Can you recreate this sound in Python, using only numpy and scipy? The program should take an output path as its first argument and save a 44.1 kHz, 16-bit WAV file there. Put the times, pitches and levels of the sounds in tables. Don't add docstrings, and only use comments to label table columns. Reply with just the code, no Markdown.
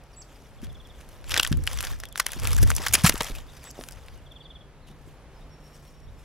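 import sys
import numpy as np
from scipy import signal
from scipy.fft import rfft, irfft, next_fast_len
from scipy.io import wavfile
from scipy.ndimage import uniform_filter1d, map_coordinates

SR = 44100
rng = np.random.default_rng(int(sys.argv[2]) if len(sys.argv) > 2 else 0)


def volts_from_db(level):
    exponent = np.asarray(level, float) / 20
    return 10 ** exponent


def transcribe(u):
    v = np.clip(np.atleast_2d(u).T, -1, 1)
    q = np.round(v * 32767).astype(np.int16)
    wavfile.write(sys.argv[1], SR, q)


N = 275184

# start in seconds, peak in dB, ringing in Hz.
FIBRES = [(.669, -37, 1090), (1.2428, -29.5, 1640), (1.3186, -10, 3500), (1.3422, -0.5, 2320),
          (1.3574, -17, 2770), (1.369, -20, 3460), (1.3984, 1.5, 2930), (1.449, -8, 1720),
          (1.4656, -16, 3280), (1.5266, -11.5, 3100), (1.675, -6, 2970), (1.714, -27, 1380),
          (1.788, -14.5, 5700), (1.8387, -19, 2870), (1.8707, -17.5, 3500), (2.0364, -18.5, 1850),
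          (2.158, -15, 1510), (2.2924, -25, 1600), (2.4532, -18.5, 1270), (2.7163, -11.5, 2000),
          (2.8684, -8, 1235), (3.1231, -16, 2690), (3.1564, -16, 1257), (3.385, -28.5, 1330),
          (3.8114, -30, 3200), (3.838, -24.5, 2340), (4.0841, -30.5, 1150)]
# start in seconds, peak in dB, ringing in Hz.
SPLINTERS = [(1.0899, -32.5, 1400), (1.295, -16.5, 1210), (1.4748, -9.5, 1120), (1.5184, -23, 1600),
             (1.5726, -26, 1030), (1.6683, -15.5, 5000), (1.7745, -17.5, 2120), (1.8067, -9, 2670),
             (1.8507, -14.5, 1740), (2.0014, -19.5, 5200), (2.0546, -22, 3300), (2.126, -27, 3300),
             (2.1775, -11.5, 1720), (2.2656, -2, 1788), (2.333, -16, 1700), (2.4349, -18, 1750),
             (2.517, -17, 4120), (2.5308, -14, 4940), (2.5655, -12, 6500), (2.7835, -19, 3480),
             (2.884, -7.5, 5030), (2.9268, -14.5, 3020), (3.081, -7.5, 5160), (3.0953, 4, 1930),
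             (3.1786, -16.5, 1760), (3.2643, -40, 2580), (3.2983, -27, 1640), (3.641, -28, 1840),
             (3.8874, -18.5, 2320), (4.1768, -40, 1160)]
# start in seconds, peak in dB, ringing in Hz.
FLAKES = [(.873, -40, 1100), (1.6387, -23, 1880), (1.732, -17.5, 2650), (1.8278, -14, 1360),
          (1.9165, -22.5, 3290), (2.319, -17, 1670), (2.3989, -20.5, 5340), (2.4726, -7.5, 2030),
          (2.507, -17.5, 1910), (2.6745, -17, 1710), (2.765, -4.5, 5370), (3.2215, -14.5, 2180),
          (3.2456, -15, 5300), (3.706, -29.5, 5330), (3.91, -31, 1230), (3.9225, -26.5, 4750),
          (3.936, -39, 5000), (1.213, -42, 5500), (1.506, -34, 5500), (1.656, -35, 5000),
          (4.322, -44, 5780), (5.925, -51.5, 5915), (6.003, -48, 6000), (2.088, -31, 5500),
          (1.98, -42, 5500)]
# start in seconds, peak in dB, ringing in Hz.
CRUMBS = [(0.0378, -43, 5120), (0.5144, -59, 5870), (0.618, -38, 10200), (0.631, -40.5, 5250),
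          (0.6404, -39, 5450), (0.6474, -45, 5300), (0.7284, -44, 5490), (1.0974, -45, 11300),
          (1.2874, -28, 7200), (1.4114, -19.5, 5690), (1.4404, -26, 5430), (1.4844, -35, 10200),
          (1.6244, -41, 11700), (1.6964, -41, 5360), (1.7424, -25, 7660), (1.812, -15, 5000),
          (1.8814, -41, 5770), (1.8904, -40, 5050), (1.9034, -32.5, 11200), (1.9435, -39, 6390),
          (1.989, -32, 5400), (2.164, -28, 7390), (2.1866, -16.5, 5330), (2.2134, -35.5, 5400),
          (2.285, -24, 11100), (2.3464, -38, 10100), (2.3594, -30.5, 9790), (2.3884, -29, 5290),
          (2.423, -37.5, 10100), (2.4454, -20.5, 7540), (2.4894, -34.5, 11200), (2.5414, -27, 11100),
          (2.5484, -21, 7440), (2.6964, -18, 5130), (2.7224, -26, 8490), (2.7404, -28, 8710),
          (2.7516, -11.5, 5800), (2.7754, -26, 5250), (2.9694, -32, 7290), (3.019, -24.5, 9440),
          (3.1064, -26, 5430), (3.1174, -30, 5240), (3.1344, -21, 11760), (3.141, -18, 11380),
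          (3.1824, -20.5, 9810), (3.232, -14, 5440), (3.6114, -44, 5050), (3.6254, -43, 5000),
          (3.6314, -41, 5130), (3.6474, -43, 7880), (3.7114, -24, 6600), (3.7634, -46, 6000),
          (3.878, -36, 8530), (3.9314, -35, 5180), (3.9872, -53, 5890), (3.9954, -52, 9800),
          (4.062, -39, 5740), (4.1344, -51, 5300), (4.157, -48, 9890), (4.1714, -49, 8170)]
# start in seconds, peak in dB, ringing in Hz,
# fizz above 7 kHz in dB, length in ms.
TEARS = [(0.616, -43, 2060, -17, 48), (.638, -34.5, 3260, -16, 14), (1.306, -18, 3430, -21, 17),
         (1.364, -12.5, 1680, -34, 2.6), (1.3755, -7.5, 3470, -17.5, 4.3), (1.428, -8.5, 3340, -16, 6.2),
         (2.1986, -4.5, 1490, -13.5, 2.3), (2.578, -18, 1260, -14, 11), (2.627, -11.5, 1730, -8, 11),
         (2.7026, -7, 1270, -9, 6.7), (2.864, -9, 1186, -17, 8.8), (2.936, -1, 2500, -7.5, 11.7),
         (2.951, -4, 2480, -17, 4.8), (3.037, -8.5, 1768, -9, 28), (3.048, -7.5, 1873, -22.5, 13),
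         (3.062, -3, 1970, -13, 15), (3.087, -12.5, 4570, -8.5, 5.8), (3.2065, -13, 1069, -25, 5),
         (3.35, -30.5, 2580, -11, 15), (3.565, -35.5, 1640, -16, 18), (4.867, -42.5, 3020, -18, 51),
         (1.004, -37, 1100, -19, 17), (2.2, -10.5, 1390, -40, 3), (3.044, -10.5, 900, -30, 10),
         (3.8, -39.5, 9600, -7, 79), (2.616, -26, 10600, 2, 8)]
# frequency in Hz, side minus middle in dB.
NEAR_SIDE = [(60, -24), (200, -22), (700, -17), (1300, -21), (2400, -16.5), (4400, -12), (8000, -8),
             (15000, -6)]


def snaps():
    snap_ms = .4
    breaks = [*TEARS]
    for rows, fizz_db in [(FIBRES, -22.5), (SPLINTERS, -9), (FLAKES, -6.5)]:
        breaks += [(*row, fizz_db, snap_ms) for row in rows]
    breaks += [(s, db - 3, ring_hz, -6.5, snap_ms, 4500) for s, db, ring_hz in CRUMBS]
    out = np.zeros((2, N + SR))
    for s, *how in breaks:
        out[:, round(s * SR) - 256:][:, :6144] += crack(*how)
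    return spread(out[:, :N], NEAR_SIDE)


# frequency in Hz, level in dB per Hz.
WOOD = [(180, -60), (300, -6.5), (398, -15), (478, -10.5), (1040, -7.5), (1560, -3.5), (2030, -6.5),
        (3190, -5), (4160, -7), (5700, -5), (9090, -11), (10600, -7), (16000, -21)]


def crack(db, ring_hz, fizz_db, ms, thin_hz=1):
    t, hz = np.arange(-256, 5888) / SR, np.fft.rfftfreq(8192, 1 / SR)
    clumps_db = 4.8 * rng.standard_normal(len(t) // 24).repeat(24)
    splinters = rng.standard_normal((2, len(t))) * volts_from_db(clumps_db)
    splinters[:, 258] += rng.choice([-1, 1]) * (7 if ms < 1 else 5)

    swell = volts_from_db(-12) * np.exp(np.minimum(t, 0) / .0022) * (t < 0)
    late = np.maximum(t - ms / 1000, 0)
    tiring = volts_from_db(-9 * np.abs(np.minimum(t * 1000 / ms, 1) - .3))
    scatter = volts_from_db(-18 - 60 * late / .07)
    burst = splinters * (swell + (t >= 0) * (tiring * np.exp(-late / .002) + scatter))

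    centres = np.append(ring_hz, 2600 * np.exp(0.792 * rng.standard_normal(3)))[:, None]
    weights, width_hz = np.array([[1.2], [.5], [.5], [.5]]), 450
    patches = weights * 1j * hz * width_hz / (centres ** 2 - hz ** 2 + 1j * hz * width_hz)
    ring = 1 + 1.83 * np.sum(patches, 0)
    colour = volts_from_db(along(WOOD, hz)) * ring / (1 + (thin_hz / (hz + 1)) ** 4)

    treble = 1 / (1 + (6500 / (hz + 1)) ** 6)
    brief = volts_from_db(fizz_db + 18) * (.4 + .6 * np.exp(-late / .002))
    both = rfft(burst, 8192) * (1 - treble) + rfft(burst * brief, 8192) * treble
    sound = irfft(both * colour)[:, :len(t)]
    return volts_from_db(db) * sound / np.abs(sound[0]).max()


# start in seconds, peak in dB, push in Hz,
# rumble in dB, time to fade by 60 dB in seconds.
LANDINGS = [
    (0.6322, -29, 220, -2, 0.072),
    (3.0455, -4, 141, -18, 0.45),
    (3.099, -27, 43.7, -4.5, 0.87),
    (3.208, -20.5, 800, 6.5, 0.035),
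    (3.21, -24.5, 199, 4, 0.037),
]
# start in seconds, peak in dB, push in Hz,
# rumble in dB, time to fade by 60 dB in seconds.
KNOCKS = [(1.326, -56, 77, -24, 0.099), (1.5153, -12.5, 169, -7, 0.3), (2.364, -36, 305, 3.5, 0.096),
          (2.8, -31, 292, 0, 0.051), (2.786, -41, 160, 14, 0.078), (2.434, -36.5, 402, -1, .05),
          (2.63, -26, 430, 0, 0.065), (2.905, -34, 90, -6, 0.055), (2.946, -29.5, 305, -13, .06),
          (2.98, -32, 200, 3, .05), (3.095, -21.5, 400, -1, .05), (1.92, -44, 300, 0, .08),
          (3.143, -26, 296, -3, 0.046), (3.3, -34, 253, 4, 0.11), (3.316, -30.5, 35.2, -5, 0.42),
          (3.7806, -37.5, 490, -4, 0.092), (3.791, -29, 446, -13, 0.26), (3.8114, -38, 495, -16, 0.046),
          (4.9, -57, 253, 15, 0.15), (5.075, -43, 300, 3.5, 0.049)]


def thuds():
    lead = SR // 20
    out, t = np.zeros(N + SR), np.arange(-lead, SR // 2) / SR
    after = np.maximum(t, 0)
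    blows = [(*row, .62) for row in LANDINGS] + [(*row, .082) for row in KNOCKS]
    for s, db, push_hz, rumble_db, t60, suction in blows:
        swing = np.cos(2 * np.pi * push_hz * t) * np.exp(-(push_hz * t / 0.51) ** 4)
        pull = np.where(t < 0, 1.5 * suction, 3.2 * (1 - suction))
        push = swing * np.where(swing > 0, 1, pull)
        push = filtered(push, lambda hz: 1 / (1 + (hz / push_hz / 2.2) ** 6))

        body = [(push_hz / 4, -25), (push_hz * .6, 0), (push_hz * 1.4, -5),
                (push_hz * 2.3, -25), (push_hz * 20, -75)]
        rumble = coloured(rng.standard_normal(len(t)), body)
        deep = filtered(rumble, lambda hz: 1 / (1 + (hz / push_hz / .8) ** 4))
        fading_db = -60 * after / t60
        rumble = deep * volts_from_db(fading_db) + (rumble - deep) * volts_from_db(2.2 * fading_db)
        rumble *= volts_from_db(rumble_db) * (1 - np.exp(-after / 0.004))
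        out[round(s * SR) - lead:][:len(t)] += volts_from_db(db) * (push + rumble)
    return out[:N]


# time in seconds, drag in dB.
RUB = [(0, -65), (1.24, -64.5), (1.33, -36.5), (1.45, -42.5), (1.58, -59), (1.7, -38), (1.9, -41.5),
       (2.1, -66), (2.3, -40.5), (2.55, -38.5), (3.12, -36), (3.3, -41), (3.45, -54.5), (3.85, -53.5),
       (4.1, -53.5), (4.3, -66.5), (4.8, -81.5), (6.24, -81)]
# time in seconds, drag in dB.
RUSTLES = [(.38, -63), (.73, -72.5), (.97, -63), (1.11, -60), (3.58, -63), (4.93, -70.5), (5.08, -64),
           (5.4, -68.5), (5.69, -62.5), (5.82, -56), (6.23, -63.5)]
# frequency in Hz, level in dB per Hz.
RASP = [(290, -32.5), (500, 0), (1080, 1), (1340, 2.5), (1510, -3), (1640, 0.5), (1790, -0.5), (3650, -2),
        (3980, -7), (5630, 0), (9090, -3), (11600, -2.5), (16000, -13)]


def rubbing():
    drag_db = np.interp(np.arange(N) / SR, *np.transpose(RUB))
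    cloth = humps(RUSTLES, db_per_s=81)
    rasp_db = 20 * np.log10(volts_from_db(drag_db) + cloth)
    harshness = np.clip((rasp_db + 78.0) / 25, .1, 1.2)

    ticks = (rng.random(N) < 500 / SR) * volts_from_db(3.5 * rng.exponential(size=N).clip(0, 3))
    ticks = np.sqrt(signal.fftconvolve(ticks ** 2, np.exp(-np.arange(300) / 50))[:N].clip(0))

    z = signal.stft(rng.standard_normal((2, N)), nperseg=256)[2]
    patches = uniform_filter1d(rng.standard_normal(z.shape[1:]), size=5, axis=0)
    patches = uniform_filter1d(patches, size=4, axis=1)
    drag = signal.istft(z * volts_from_db(3.2 * unit(patches)), nperseg=256)[1][:, :N]

    grit = drag * (1 + harshness * unit(ticks)) / (1 + harshness)
    grit = grit * volts_from_db(2.5 * harshness * wobble(25))
    grit = filtered(grit, lambda hz: volts_from_db(along(RASP, hz)))
    fizz = filtered(grit, lambda hz: 1 / (1 + (5500 / (hz + 1)) ** 8))
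    fizz_gain = volts_from_db(drag_db - 11) + volts_from_db(-6) * cloth
    return spread(volts_from_db(rasp_db - 3.5) * unit(grit - fizz) + fizz_gain * unit(fizz), NEAR_SIDE)


# time in seconds, groan in dB, ground shake in dB.
LURCHES = [
    (1.57, -27, -21.5),
    (1.77, -37.5, -28.5),
    (1.92, -41.5, -29),
    (2.442, -30.5, -29),
    (2.52, -29, -22.5),
    (2.63, -21.5, -12),
    (2.74, -39, -27),
    (2.93, -34, -36),
]
# time in seconds, thump in dB, shake in dB.
JOLTS = [
    (.67, -41.5, -36),
    (1.33, -37.5, -32),
    (3.09, -40, -32),
    (3.37, -47, -37),
    (3.95, -45, -50),
    (4.15, -47, -46.5),
    (5.07, -51.5, -55),
    (6.08, -44, -48.5),
]
# frequency in Hz, level in dB per Hz.
GROAN = [(18, -26.5), (30, -3), (92, -1), (177, -20.5), (214, -19.5), (381, -30.5), (450, -28),
         (500, -29.5), (650, -57), (1100, -120)]


def rocking():
    moves = [(s, db) for s, db, _ in [*LURCHES, *JOLTS]]
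    return humps(moves, db_per_s=130.5, sudden=1.6) * swaying(GROAN)


# start in seconds, level in dB, note gap in seconds,
# slowing in seconds per note squared.
TRILLS = [
    (.5985, -52, .0535, -.0004),
    (2.078, -49, .047, 0),
    (4.276, -46.5, .0432, .0007),
]
# seconds after its start, pitch in Hz, level in dB.
HOOK = [
    (0, 6900, -12),
    (.008, 7800, -2),
    (.03, 7850, -5),
    (.045, 7600, -1),
    (.053, 7450, -6),
    (.056, 6000, -2),
    (.061, 4700, -6),
    (.066, 4500, -14),
]
# start in seconds, level in dB.
HOOKS = [
    (0.163, -48.5),
    (3.648, -48.5),
]
# start in seconds, length in seconds, from in Hz, to in Hz, level in dB.
SLURS = [(.13, .008, 6000, 4800, -60), (.138, .013, 4800, 4350, -59), (.136, .016, 9900, 8600, -68),
         (4.622, .04, 3330, 3350, -66), (4.42, .035, 4600, 4620, -68), (1.73, .04, 8100, 7450, -53),
         (3.61, .03, 5300, 4200, -60), (4.175, .025, 2990, 2700, -64), (4.5, .045, 3600, 4050, -70),
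         (4.89, .04, 3400, 3900, -66), (5.34, .06, 5170, 5040, -69), (6.06, .04, 2860, 4100, -68),
         (5.4, .035, 3600, 3800, -68), (6.16, .06, 5240, 5220, -73)]
# start in seconds, length in seconds, top in Hz, level in dB.
ARCHES = [
    (3.478, .032, 3830, -57),
    (4.425, .035, 4150, -68),
    (4.805, .055, 4280, -69),
]
# time in seconds, pitch in Hz, level in dB.
HELD = [
    [(5.49, 5606, -89), (5.504, 5595, -68), (5.53, 5526, -63), (5.566, 5567, -75), (5.614, 5501, -75),
     (5.662, 5561, -61), (5.722, 5518, -73), (5.742, 5548, -64), (5.8, 5486, -79)],
    [(5.8, 5496, -74), (5.828, 5559, -79), (5.888, 5526, -63), (5.906, 5487, -77), (5.974, 5558, -67),
     (6.004, 5533, -79), (6.048, 5583, -64), (6.056, 5618, -71), (6.15, 5526, -84)],
]


def birds():
    calls = [[(s + after, hz, db + rel_db) for after, hz, rel_db in HOOK] for s, db in HOOKS]
    calls += [[(s, hz, db - 2.5) for s, hz, db in note] for note in HELD]

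    glides = [(s, span, a, (a + b) / 2, b, db) for s, span, a, b, db in SLURS]
    glides += [(s, span, .86 * hz, hz, .86 * hz, db) for s, span, hz, db in ARCHES]
    for s, span, a, mid, b, db in glides:
        calls.append([(s, a, db - 7), (s + span / 2, mid, db), (s + span, b, db - 7)])

    for start, db, gap, slowing in TRILLS:
        for k in range(8):
            s = start + gap * k + slowing * k * k - .007 * (k == 0)
            at_end = k in (0, 7)
            level = db - 6.5 * at_end + rng.normal(0, 0.13)
            bend = 1 + rng.normal(0, 0.0075) - .03 * at_end
            calls.append([(s - .012, 3600 * bend, level - 24), (s - .005, 3600 * bend, level - 4),
                          (s + .002, 3340 * bend, level), (s + .006, 3150 * bend, level - 14),
                          (s + .014, 2800 * bend, level - 27)])

    quaver = wobble(160), wobble(45)
    song = sum(whistle(rows, quaver) for rows in calls)
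    t = np.arange(SR // 3) / SR
    trees = rng.standard_normal((2, len(t))) * volts_from_db(-60 * t / .3)
    echo = signal.fftconvolve(song[None], trees / np.linalg.norm(trees[0]), axes=1)[:, :N]
    ground_echo = volts_from_db(-8) * np.roll(song, round(.0065 * SR))
    return song + ground_echo + volts_from_db(-8) * echo


def whistle(rows, quaver):
    s, hz, db = np.transpose(rows)
    on, out = np.arange(round(s[0] * SR), round(s[-1] * SR)), np.zeros(N)
    pitch_hz = np.interp(on / SR, s, hz) * (1 + .006 * quaver[0][on])
    level_db = np.interp(on / SR, s, db) + 1.6 * quaver[1][on]
    out[on] = np.sqrt(2) * volts_from_db(level_db) * np.sin(2 * np.pi * np.cumsum(pitch_hz) / SR)
    return out


# frequency in Hz, level in dB per Hz.
AIR = [(15, -35.5), (25, 1.5), (58, 0.5), (87, -8.5), (149, -9.5), (190, -13.5), (236, -14.5), (270, -13.5),
       (317, -17.5), (503, -16), (2690, -31.5), (3340, -34), (4370, -38), (8600, -50), (10600, -48),
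       (13500, -60), (16000, -59)]
# time in seconds, pitch in Hz, level in dB.
ENGINE = [
    (0, 134.8, -63),
    (1.5, 140, -64.5),
    (3.4, 141.7, -65.5),
    (3.8, 146.2, -58.5),
    (4.7, 147.2, -59.5),
    (5.4, 149.8, -56.5),
    (6.24, 146.3, -59),
]
# frequency in Hz, side minus middle in dB.
FAR_SIDE = [(60, -24.5), (200, -30), (700, -28.5), (1300, -23.5), (2400, -18), (4400, -12.5), (8000, -4.5),
            (15000, 2.5)]


def air():
    hum = coloured(rng.standard_normal((2, N)), AIR) * volts_from_db(-49 + .7 * wobble(1.7) + .4 * wobble(3))
    drone = whistle(ENGINE, (wobble(6), wobble(4.6)))
    return spread(hum, FAR_SIDE, echoed=.15, extra_db=10.0) + drone


# frequency in Hz, level in dB per Hz.
SHAKE = [(10, -31.5), (20, -1.5), (48, 5.5), (70, -13), (100, -16.5), (140, -32.5), (240, -35),
         (440, -68.5)]


def buffet():
    jolts = humps([(s, db) for s, _, db in [*LURCHES, *JOLTS]], db_per_s=141.5)
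    breeze = volts_from_db(-60 + 3 * wobble(2.5))
    shake = (jolts + breeze) * swaying(SHAKE)
    return np.array([1.06 * shake, -.94 * shake])


def swaying(spectrum):
    noise = coloured(rng.standard_normal(N), spectrum)
    return unit(noise / np.sqrt(np.abs(uniform_filter1d(noise ** 2, size=1300)) + .05))


def humps(rows, db_per_s, sudden=1):
    s, db = np.transpose(rows)[..., None]
    late = np.arange(N) / SR - s
    away = np.maximum(late, -sudden * late)
    return np.sqrt(np.sum(volts_from_db(db - db_per_s * away) ** 2, axis=0))


def spread(pair, side, echoed=.45, extra_db=0):
    def gain(hz):
        return volts_from_db(along(side, hz) + extra_db)
    lag = filtered(pair[0], lambda hz: -1j * np.sqrt(echoed) * gain(hz))
    width = lag + filtered(pair[1], lambda hz: np.sqrt(1 - echoed) * gain(hz))
    return np.array([pair[0] + width, pair[0] - width])


def wobble(rate):
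    knots = rng.standard_normal(int(N * rate / SR) + 4)
    return map_coordinates(knots, [np.arange(N) * rate / SR])


def coloured(x, spectrum):
    return unit(filtered(x, lambda hz: volts_from_db(along(spectrum, hz))))


def filtered(x, response):
    m = next_fast_len(x.shape[-1] + 8192)
    return irfft(rfft(x, m) * response(np.fft.rfftfreq(m, 1 / SR)), m)[..., :x.shape[-1]]


def along(points, hz):
    f, v = np.transpose(points)
    return np.interp(np.log(hz + 1), np.log(f + 1), v)


def unit(x):
    return x / np.sqrt(np.mean(x ** 2) + 1e-20)


def scene():
    blows = thuds() + rocking()
    jolt = volts_from_db(-21.5) * np.roll(blows, SR // 300)
    wood = snaps() + rubbing() + blows + [jolt, -jolt]
    return wood * volts_from_db([[.3], [-.3]]) + birds() + air() + buffet()


def roll_off(x):
    return signal.sosfilt(signal.butter(12, 16970, fs=SR, output="sos"), x)


def record(dry):
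    soft = dry / (1 + np.abs(dry / .8) ** 4) ** (1 / 4)
    band = filtered(soft, lambda hz: np.maximum(1 / (1 + (hz / 15900) ** 400), volts_from_db(-26) * (hz < 16900)))
    return roll_off(band)


dry = scene()
out = record(dry)
transcribe(out)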